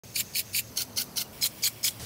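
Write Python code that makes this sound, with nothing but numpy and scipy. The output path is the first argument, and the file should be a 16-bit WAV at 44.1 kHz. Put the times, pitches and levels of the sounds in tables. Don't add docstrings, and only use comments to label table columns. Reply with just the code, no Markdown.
import sys
import numpy as np
from scipy import signal
from scipy.fft import rfft, irfft, next_fast_len
from scipy.io import wavfile
from scipy.ndimage import uniform_filter1d, map_coordinates

SR = 44100
rng = np.random.default_rng(int(sys.argv[2]) if len(sys.argv) > 2 else 0)


def how_loud(loudness_db):
    steps = np.asarray(loudness_db, float) / 20
    return 10 ** steps


def output_pcm(signal):
    pcm = np.clip(np.atleast_2d(signal).T, -1, 1) * 32767
    wavfile.write(sys.argv[1], SR, np.round(pcm).astype(np.int16))


N = 90537
TOP_HZ = 15790

SPOT_EDGES_S = [0.0354, 0.703, 1.328, 1.997, 2.2]

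# (frequency [Hz], density [dB per Hz])
JET_COLOUR = [
    [(820, -55), (1400, -10), (2370, -8.5), (2650, -5.5), (2930, -11), (5950, -4), (6450, -6),
     (9000, -12.5), (15700, -9.5)],
    [(820, -43), (1400, -6.5), (3890, -9), (4390, -4.5), (5540, -7.5), (6190, 0), (6710, -10.5),
     (12400, -9.5), (15700, -9.5)],
    [(820, -43), (1400, -10), (2320, -4.5), (3340, -4.5), (3620, -9.5), (5480, -3.5), (6250, -10),
     (12800, -7.5), (15700, -4.5)],
    [(820, -40), (1400, -7), (2140, 0), (2520, -5.5), (4810, 0.5), (12700, -7.5), (15700, -9.5)],
]
JET_DB = [-48, -51, -46.5, -41.5]
# (frequency [Hz], width [Hz], boost over hiss [dB])
NOZZLE_BANDS = [
    [(6430, 230, 7), (12600, 600, 1)],
    [(6000, 270, -2), (13000, 450, 6)],
    [(2280, 120, 2), (5270, 270, -1)],
    [(5000, 800, 0.5), (2270, 200, -2)],
]
JET_SWAY_DB = 0.7

# (frequency [Hz], density [dB per Hz])
TRAFFIC_COLOUR = [(12, -54), (28, -21.5), (113, 0), (151, -5), (206, -4), (295, -9.5), (566, -10.5),
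                  (1160, -17), (1500, -23.5), (1950, -42.5), (3300, -120)]
TRAFFIC_DB = [-49.5, -48.5, -49.5, -44.5]
TRAFFIC_TILT_DB = [-3, 1, 0, 0.5]
# (frequency [Hz], width [Hz], boost [dB])
ENGINE_DRONES = [
    [(117, 28, -2.5), (270, 88, -4.5)],
    [(209.5, 5, 8.5), (246, 8.4, 8)],
    [(169, 12, 0.5), (201, 8.9, 0)],
    [(70.4, 12, 16.5), (199, 21, -2)],
]
HUM_DB = [-52.5, -55, -52.5, -58]
HUM_HZ, HUM_SWAY_DB = 115.5, 3.8

# (start [s], spot [index], splash [dB], stay in jet [s], main spoon ring [Hz])
ARM_SWINGS = [
    (0.143, 0, -29, 0.068, 4570),
    (0.337, 0, -29, 0.069, 4650),
    (.531, 0, -27.5, 0.066, 4630),
    (0.76, 1, -27.5, 0.064, 4470),
    (0.961, 1, -27, 0.062, 4310),
    (1.158, 1, -28, 0.064, 4410),
    (1.411, 2, -26, 0.057, 4050),
    (1.623, 2, -24, 0.056, 4570),
    (1.830, 2, -24.5, 0.056, 5120),
]
# (graze [dB], graze length [s], spoon ring fade [dB], spray swell [dB], leave [dB],
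# leave length [s], tail [dB], extra at graze start [dB])
SWING_STAGES = [
    (-6.5, .013, -5, .5, -5, .011, -20, -5),
    (-8, .011, -9, -1.5, -4, .008, -19, -4),
    (-6, .011, -8, .8, -6, .007, -17, -4),
]
# (entry [dB], settling [s], middle [dB], exit surge [dB], surge length [s],
# mist [dB], mist t60 [s])
SPRAY_ARC = [
    (-6.5, .012, 1.5, 2, 0.029, -15, 0.12),
    (2.5, 0.012, -3, 2, 0.0085, -14.5, 0.17),
    (-2, 0.018, -1, 1.5, 0.0078, -12, 0.14),
]
# (frequency [Hz], density [dB per Hz])
SPRAY_COLOUR = [
    [(650, -68), (1100, -48), (2320, -3.5), (3500, -7.5), (4470, -11), (5900, -17.5), (7130, -4.5),
     (7970, -10), (15700, -4.5)],
    [(650, -59), (1100, -35), (1470, -11), (1900, -33), (2070, -11), (3580, -7), (4470, -3), (8520, -9.5),
     (15700, -3.5)],
    [(650, -34), (1100, -4.5), (1660, -12.5), (2220, 0), (2770, -20.5), (4180, 0), (5640, -5.5),
     (6740, -2.5), (15700, -2)],
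]
# (frequency [Hz], width [Hz], level [dB])
SPOON_MODES = [
    [(4080, 93, 2.5), (4460, 59, 8), (5190, 140, 2), (6420, 180, -6.5), (6870, 280, -7), (7000, 140, -3.5),
     (9250, 760, -6.5), (12200, 480, -24)],
    [(4220, 160, 5), (4570, 400, -3), (5220, 180, 1.5), (5780, 160, 2), (6340, 200, 0), (9360, 370, -7),
     (10700, 520, -7)],
    [(4110, 50, -7), (4570, 89, -3), (5135, 170, 0), (6440, 270, -4.5), (6860, 34, 5.5), (7840, 90, -2),
     (11100, 180, -11)],
]
# (frequency [Hz], width [Hz], level [dB])
BODY_MODES = [
    [(1820, 220, -10.5), (2280, 160, -4.5), (2790, 250, -1)],
    [(1476, 125, -4.5), (2100, 190, -7), (2880, 570, -5)],
    [(1790, 760, -15.5), (2296, 145, -2.5), (3260, 240, 4)],
]
# (level at flooding [dB], level at exit [dB])
BODY_DB = [
    (-16.5, -9.5),
    (-20, -14),
    (-16.5, -10),
]
EDGE_S, TAIL_T60_S, LEAVE_FALL_DB = 0.0014, 0.057, 6
GRAZE_SPRAY_DB, GRAZE_SPOON_DB, GRAZE_BODY_DB = -4, 1, -16
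SPOON_DB, FLUTTER_DB, FLUTTER_HZ = -3, 2.1, 200
GRAIN_DB, GRAINS_PER_S, GRAIN_SPREAD_DB = -6, 1600, 3.5
SING_WIDTH_HZ, SING_DB, SING_FADE_DB = 180, -8, -10

# (time [s], pitch [Hz], peak [dB])
AIR_POCKETS = [(0.1631, 4600, -28.5), (0.1761, 4700, -39), (0.181, 4730, -31.8), (0.2, 7250, -25.5),
               (0.206, 2906, -30.1), (0.3706, 4260, -28.5), (0.379, 4660, -33), (0.3856, 11700, -35),
               (0.3926, 4040, -30), (0.3936, 10000, -31), (0.5537, 11676, -28), (0.5645, 4640, -27),
               (0.577, 4500, -34), (0.5796, 6770, -32), (0.5892, 2330, -27), (0.7762, 6390, -28.5),
               (0.7787, 11125, -33.6), (0.7798, 4510, -33), (0.7882, 4310, -33), (0.7885, 5480, -30),
               (0.9752, 6200, -32), (0.9747, 4470, -30), (0.9896, 4670, -25.5), (1.0015, 4640, -26),
               (1.016, 11175, -33), (1.1763, 4610, -28), (1.176, 5650, -26), (1.1838, 4040, -27.5),
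               (1.189, 5140, -28), (1.2144, 4170, -40), (1.4266, 5220, -25), (1.4327, 5110, -21),
               (1.4414, 4159, -19), (1.4587, 6970, -28), (1.4632, 3960, -28), (1.6343, 5010, -30),
               (1.6388, 6090, -23), (1.6463, 4350, -21.5), (1.6573, 6800, -25), (1.6656, 4140, -22.5),
               (1.8423, 6400, -34), (1.8428, 5130, -25), (1.8503, 5240, -33), (1.8583, 5230, -37),
               (1.8817, 5011, -27.0)]
POCKET_S, POCKET_DB, POCKET_GLIDE_HZ = 0.009, 1, 120

# (time [s], peak [dB])
ARM_STRIKES = [
    (0.162, -26.5),
    (0.3559, -22),
    (0.5482, -22),
    (0.778, -28),
    (0.9794, -24),
    (1.178, -25.5),
    (1.4261, -27),
    (1.6374, -26),
    (1.8472, -23.5),
]
# (frequency [Hz], level [dB], t60 [s])
FRAME_MODES = [
    [(2410, 3.5, 0.02), (2770, -4, 0.019), (4430, -15, 0.0047)],
    [(3066, 6, 0.013), (2120, -15.5, 0.04), (1420, -16, 0.034)],
    [(2300, 2, 0.015), (3370, -2, 0.013), (5060, -2, 0.01)],
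]
REBOUND_DB = [-8, -6.5, -7]
REBOUND_S, KNOCK_DB = 0.037, 1.5

# (time [s], peak [dB])
SPOON_CRACKS = [(.1781, -18), (.1917, -19), (.2007, -15), (.2055, -18), (.3863, -16), (.5494, -20),
                (.5643, -17), (.9885, -16), (1.2193, -20), (1.4325, -14), (1.4592, -11), (1.4642, -15),
                (1.6725, -15), (1.8427, -16), (1.8592, -16), (1.8739, -16), (1.8779, -15), (1.8845, -17)]
# (time [s], peak [dB])
SHED_DROPS = [
    (.2285, -40),
    (.253, -42),
    (.4355, -44),
    (.8515, -40),
    (1.0417, -32),
    (1.4895, -38),
    (1.9195, -40),
]

# (start [s], length [s], from [Hz], to [Hz], level [dB])
BIRD_NOTES = [
    (1.246, .027, 2950, 2740, -55),
    (1.342, .012, 2330, 2300, -55),
    (1.764, .018, 3400, 3320, -55),
    (1.805, .012, 2270, 2270, -57),
    (1.912, .022, 3400, 3350, -53),
    (1.505, .008, 5200, 5200, -53),
    (.665, .035, 6350, 6450, -57),
]
BIRD_ROUGH_DB = 1.2


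def unit(x):
    return x / np.sqrt(np.mean(x ** 2) + 1e-20)


def along(points, hz):
    f, v = np.transpose(points)
    return np.interp(np.log(hz + 1), np.log(f + 1), v)


def wobble(rate_hz):
    return map_coordinates(rng.standard_normal(N // 40), [np.arange(N) * rate_hz / SR])


def filtered(x, response):
    m = next_fast_len(N + 8192)
    return unit(irfft(rfft(x, m) * response(np.fft.rfftfreq(m, 1 / SR)), m)[:N])


def highpass(f, corner_hz):
    return f ** 4 / (f ** 4 + corner_hz ** 4)


def rings(f, peaks):
    total = 0
    for k, (c, w, db) in enumerate(peaks):
        total = total + (-1) ** k * how_loud(db) * 1j * f * w / (c * c - f * f + 1j * f * w)
    return total


def bands(f, rows):
    return sum(db * np.exp(-((f - c) / w) ** 2) for c, w, db in rows)


def patchy(depth_db):
    z = signal.stft(rng.standard_normal(N + 512), nperseg=256)[2]
    field = uniform_filter1d(rng.standard_normal(z.shape), size=4, axis=0)
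    field = uniform_filter1d(field, size=5, axis=1)
    return signal.istft(z * how_loud(depth_db * unit(field)), nperseg=256)[1][:N]


def droplets(per_s, spread_db):
    chance, sign, size = rng.random((3, N))
    size_db = np.minimum(-spread_db * np.log(size + 1e-9), 10)
    return unit((chance < per_s / SR) * np.sign(sign - 0.5) * how_loud(size_db))


def spot(k):
    t = np.arange(N) / SR
    inside_s = np.minimum(t - SPOT_EDGES_S[k], SPOT_EDGES_S[k + 1] - t)
    return np.clip(inside_s / 0.00037 + 0.5, 0, 1)


def jet():
    out = np.zeros(N)
    for k in range(4):
        water = patchy(depth_db=1.5) + how_loud(-10) * droplets(1200, spread_db=2)
        hiss = filtered(water, lambda f: how_loud(along(JET_COLOUR[k], f) + bands(f, NOZZLE_BANDS[k])))
        out += spot(k) * how_loud(JET_DB[k] + JET_SWAY_DB * wobble(13.13)) * hiss
    return out


def traffic():
    out = np.zeros(N)
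    for k in range(4):
        def colour(f):
            tilt_db = TRAFFIC_TILT_DB[k] * np.clip(np.log2((f + 1) / 200), 0, 2)
            return how_loud(along(TRAFFIC_COLOUR, f) + bands(f, ENGINE_DRONES[k]) + tilt_db)

        rumble = filtered(patchy(depth_db=-0.5), colour)
        hum = np.sin(2 * np.pi * np.cumsum(HUM_HZ + 8 * wobble(10)) / SR)
        hum *= how_loud(HUM_DB[k] + HUM_SWAY_DB * wobble(6.46))
        out += spot(k) * (how_loud(TRAFFIC_DB[k] + 0.41 * wobble(2.95)) * rumble + hum)
    return out


def spoon_water():
    flutter = how_loud(FLUTTER_DB * wobble(FLUTTER_HZ))
    return flutter * (patchy(depth_db=2.4) + how_loud(GRAIN_DB) * droplets(GRAINS_PER_S, GRAIN_SPREAD_DB))


def splash():
    out, t = np.zeros(N), np.arange(N) / SR
    for k, (graze, lead, fade, swell, leave, trail, tail, ramp) in enumerate(SWING_STAGES):
        def spray_colour(f):
            return how_loud(along(SPRAY_COLOUR[k], f) - 3.9 * (f < 3500)) * highpass(f, 1500)

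        def body_colour(f):
            return rings(f, BODY_MODES[k]) * highpass(f, 1300) / (1 + (f / 4000) ** 4)

        spray = filtered(spoon_water(), spray_colour)
        spoon = filtered(spoon_water(), lambda f: rings(f, SPOON_MODES[k]) * highpass(f, 3300))
        body = filtered(spoon_water(), body_colour)
        entry_db, settle_s, middle_db, surge_db, surge_s, mist_db, mist_t60_s = SPRAY_ARC[k]
        for s, where, db, stay, ring_hz in ARM_SWINGS:
            if round(where) != k:
                continue
            at = s + np.cumsum([-EDGE_S, 2 * EDGE_S, lead - EDGE_S, EDGE_S, stay - lead - EDGE_S,
                                EDGE_S, trail, EDGE_S, TAIL_T60_S])

            def shape(flood_db, exit_db, graze_db):
                levels_db = [graze + ramp - 18, graze + graze_db + ramp, graze + graze_db,
                             flood_db, exit_db, leave + exit_db, leave + exit_db - LEAVE_FALL_DB,
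                             tail + min(exit_db, 0), tail - 60]
                return how_loud(db + np.interp(t, at, levels_db)) * (t > at[0])

            surge_at = at[4] - surge_s
            arc_db = np.interp(t, [at[2], at[3], at[3] + settle_s, surge_at - 0.006, surge_at, at[4], at[5]],
                               [0, entry_db, middle_db, middle_db, surge_db, surge_db, 0])
            mist = how_loud(db + mist_db - 60 * (t - at[5]).clip(0) / mist_t60_s) * (t > at[5])
            out += (how_loud(arc_db) * shape(0, swell, GRAZE_SPRAY_DB) + mist) * spray
            out += how_loud(SPOON_DB) * shape(0, fade, GRAZE_SPOON_DB) * spoon
            out += shape(*BODY_DB[k], GRAZE_BODY_DB) * body
            singing = filtered(rng.standard_normal(N),
                               lambda f: rings(f, [(ring_hz, SING_WIDTH_HZ, 0)]) ** 2)
            out += how_loud(SING_DB) * shape(0, SING_FADE_DB, GRAZE_SPRAY_DB) * singing
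    return out


def gulps():
    out, length = np.zeros(N + SR), round(POCKET_S * SR)
    u = np.arange(length) / length
    for s, hz, db in AIR_POCKETS:
        glide, turn = rng.normal(size=2)
        cycles = np.cumsum(hz + POCKET_GLIDE_HZ * glide * (2 * u - 1)) / SR + turn
        ring = np.sin(np.pi * u) ** 2 * np.sin(2 * np.pi * cycles)
        out[round((s - POCKET_S / 2) * SR):][:length] += how_loud(db + POCKET_DB) * ring
    return out[:N] * how_loud(2.2 * wobble(450))


def knocks():
    out, t = np.zeros(N + SR), np.arange(SR // 10) / SR
    for s, db in ARM_STRIKES:
        where = np.searchsorted(SPOT_EDGES_S, s) - 1
        for delay_s, loss_db in ((0, 0), (REBOUND_S, REBOUND_DB[where])):
            ring = np.zeros(len(t))
            for hz, mode_db, t60_s in FRAME_MODES[where]:
                chance_db = rng.normal(0, 1.23)
                ring += how_loud(mode_db + chance_db - 60 * t / t60_s) * np.sin(2 * np.pi * hz * t)
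            onset = 1 - np.exp(-t / 0.00068)
            out[round((s + delay_s) * SR):][:len(t)] += how_loud(db + loss_db + KNOCK_DB) * ring * onset
    return out[:N]


def spits():
    out, t = np.zeros(N + SR), np.arange(SR // 10) / SR
    for s, db in SPOON_CRACKS:
        ping = np.sin(2 * np.pi * rng.uniform(7000, 11000) * t)
        out[round(s * SR):][:len(t)] += how_loud(db - 60 * t / 0.0012) * ping
    return out[:N]


def drops():
    out, t = np.zeros(N + SR), np.arange(SR // 10) / SR
    for s, db in SHED_DROPS:
        tick = np.diff(rng.standard_normal(len(t) + 1))
        out[round(s * SR):][:len(t)] += how_loud(db - 60 * t / 0.003) * tick
    return out[:N]


def bird():
    out, t = np.zeros(N), np.arange(N) / SR
    for s, length_s, from_hz, to_hz, db in BIRD_NOTES:
        u = np.clip((t - s) / length_s, 0, 1)
        swell = np.sqrt(np.sqrt(2) * np.sin(np.pi * u).clip(0))
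        whistle = np.sin(2 * np.pi * np.cumsum(from_hz + (to_hz - from_hz) * u) / SR)
        out += how_loud(db + BIRD_ROUGH_DB * wobble(160)) * swell * whistle
    return out


def scene():
    arm = splash() + gulps() + knocks() + drops() + spits()
    return (arm + jet() + traffic() + bird())[None]


def roll_off(x):
    return signal.sosfilt(signal.butter(12, 16570, fs=SR, output="sos"), x)


def record(dry):
    m = next_fast_len(N + 8192)
    edge = np.clip((TOP_HZ - np.fft.rfftfreq(m, 1 / SR)) / 250 + 0.5, 0, 1) ** 2
    mix = irfft(rfft(dry, m) * edge, m)[:, :N]
    return roll_off(mix)


dry = scene()
out = record(dry)
output_pcm(out)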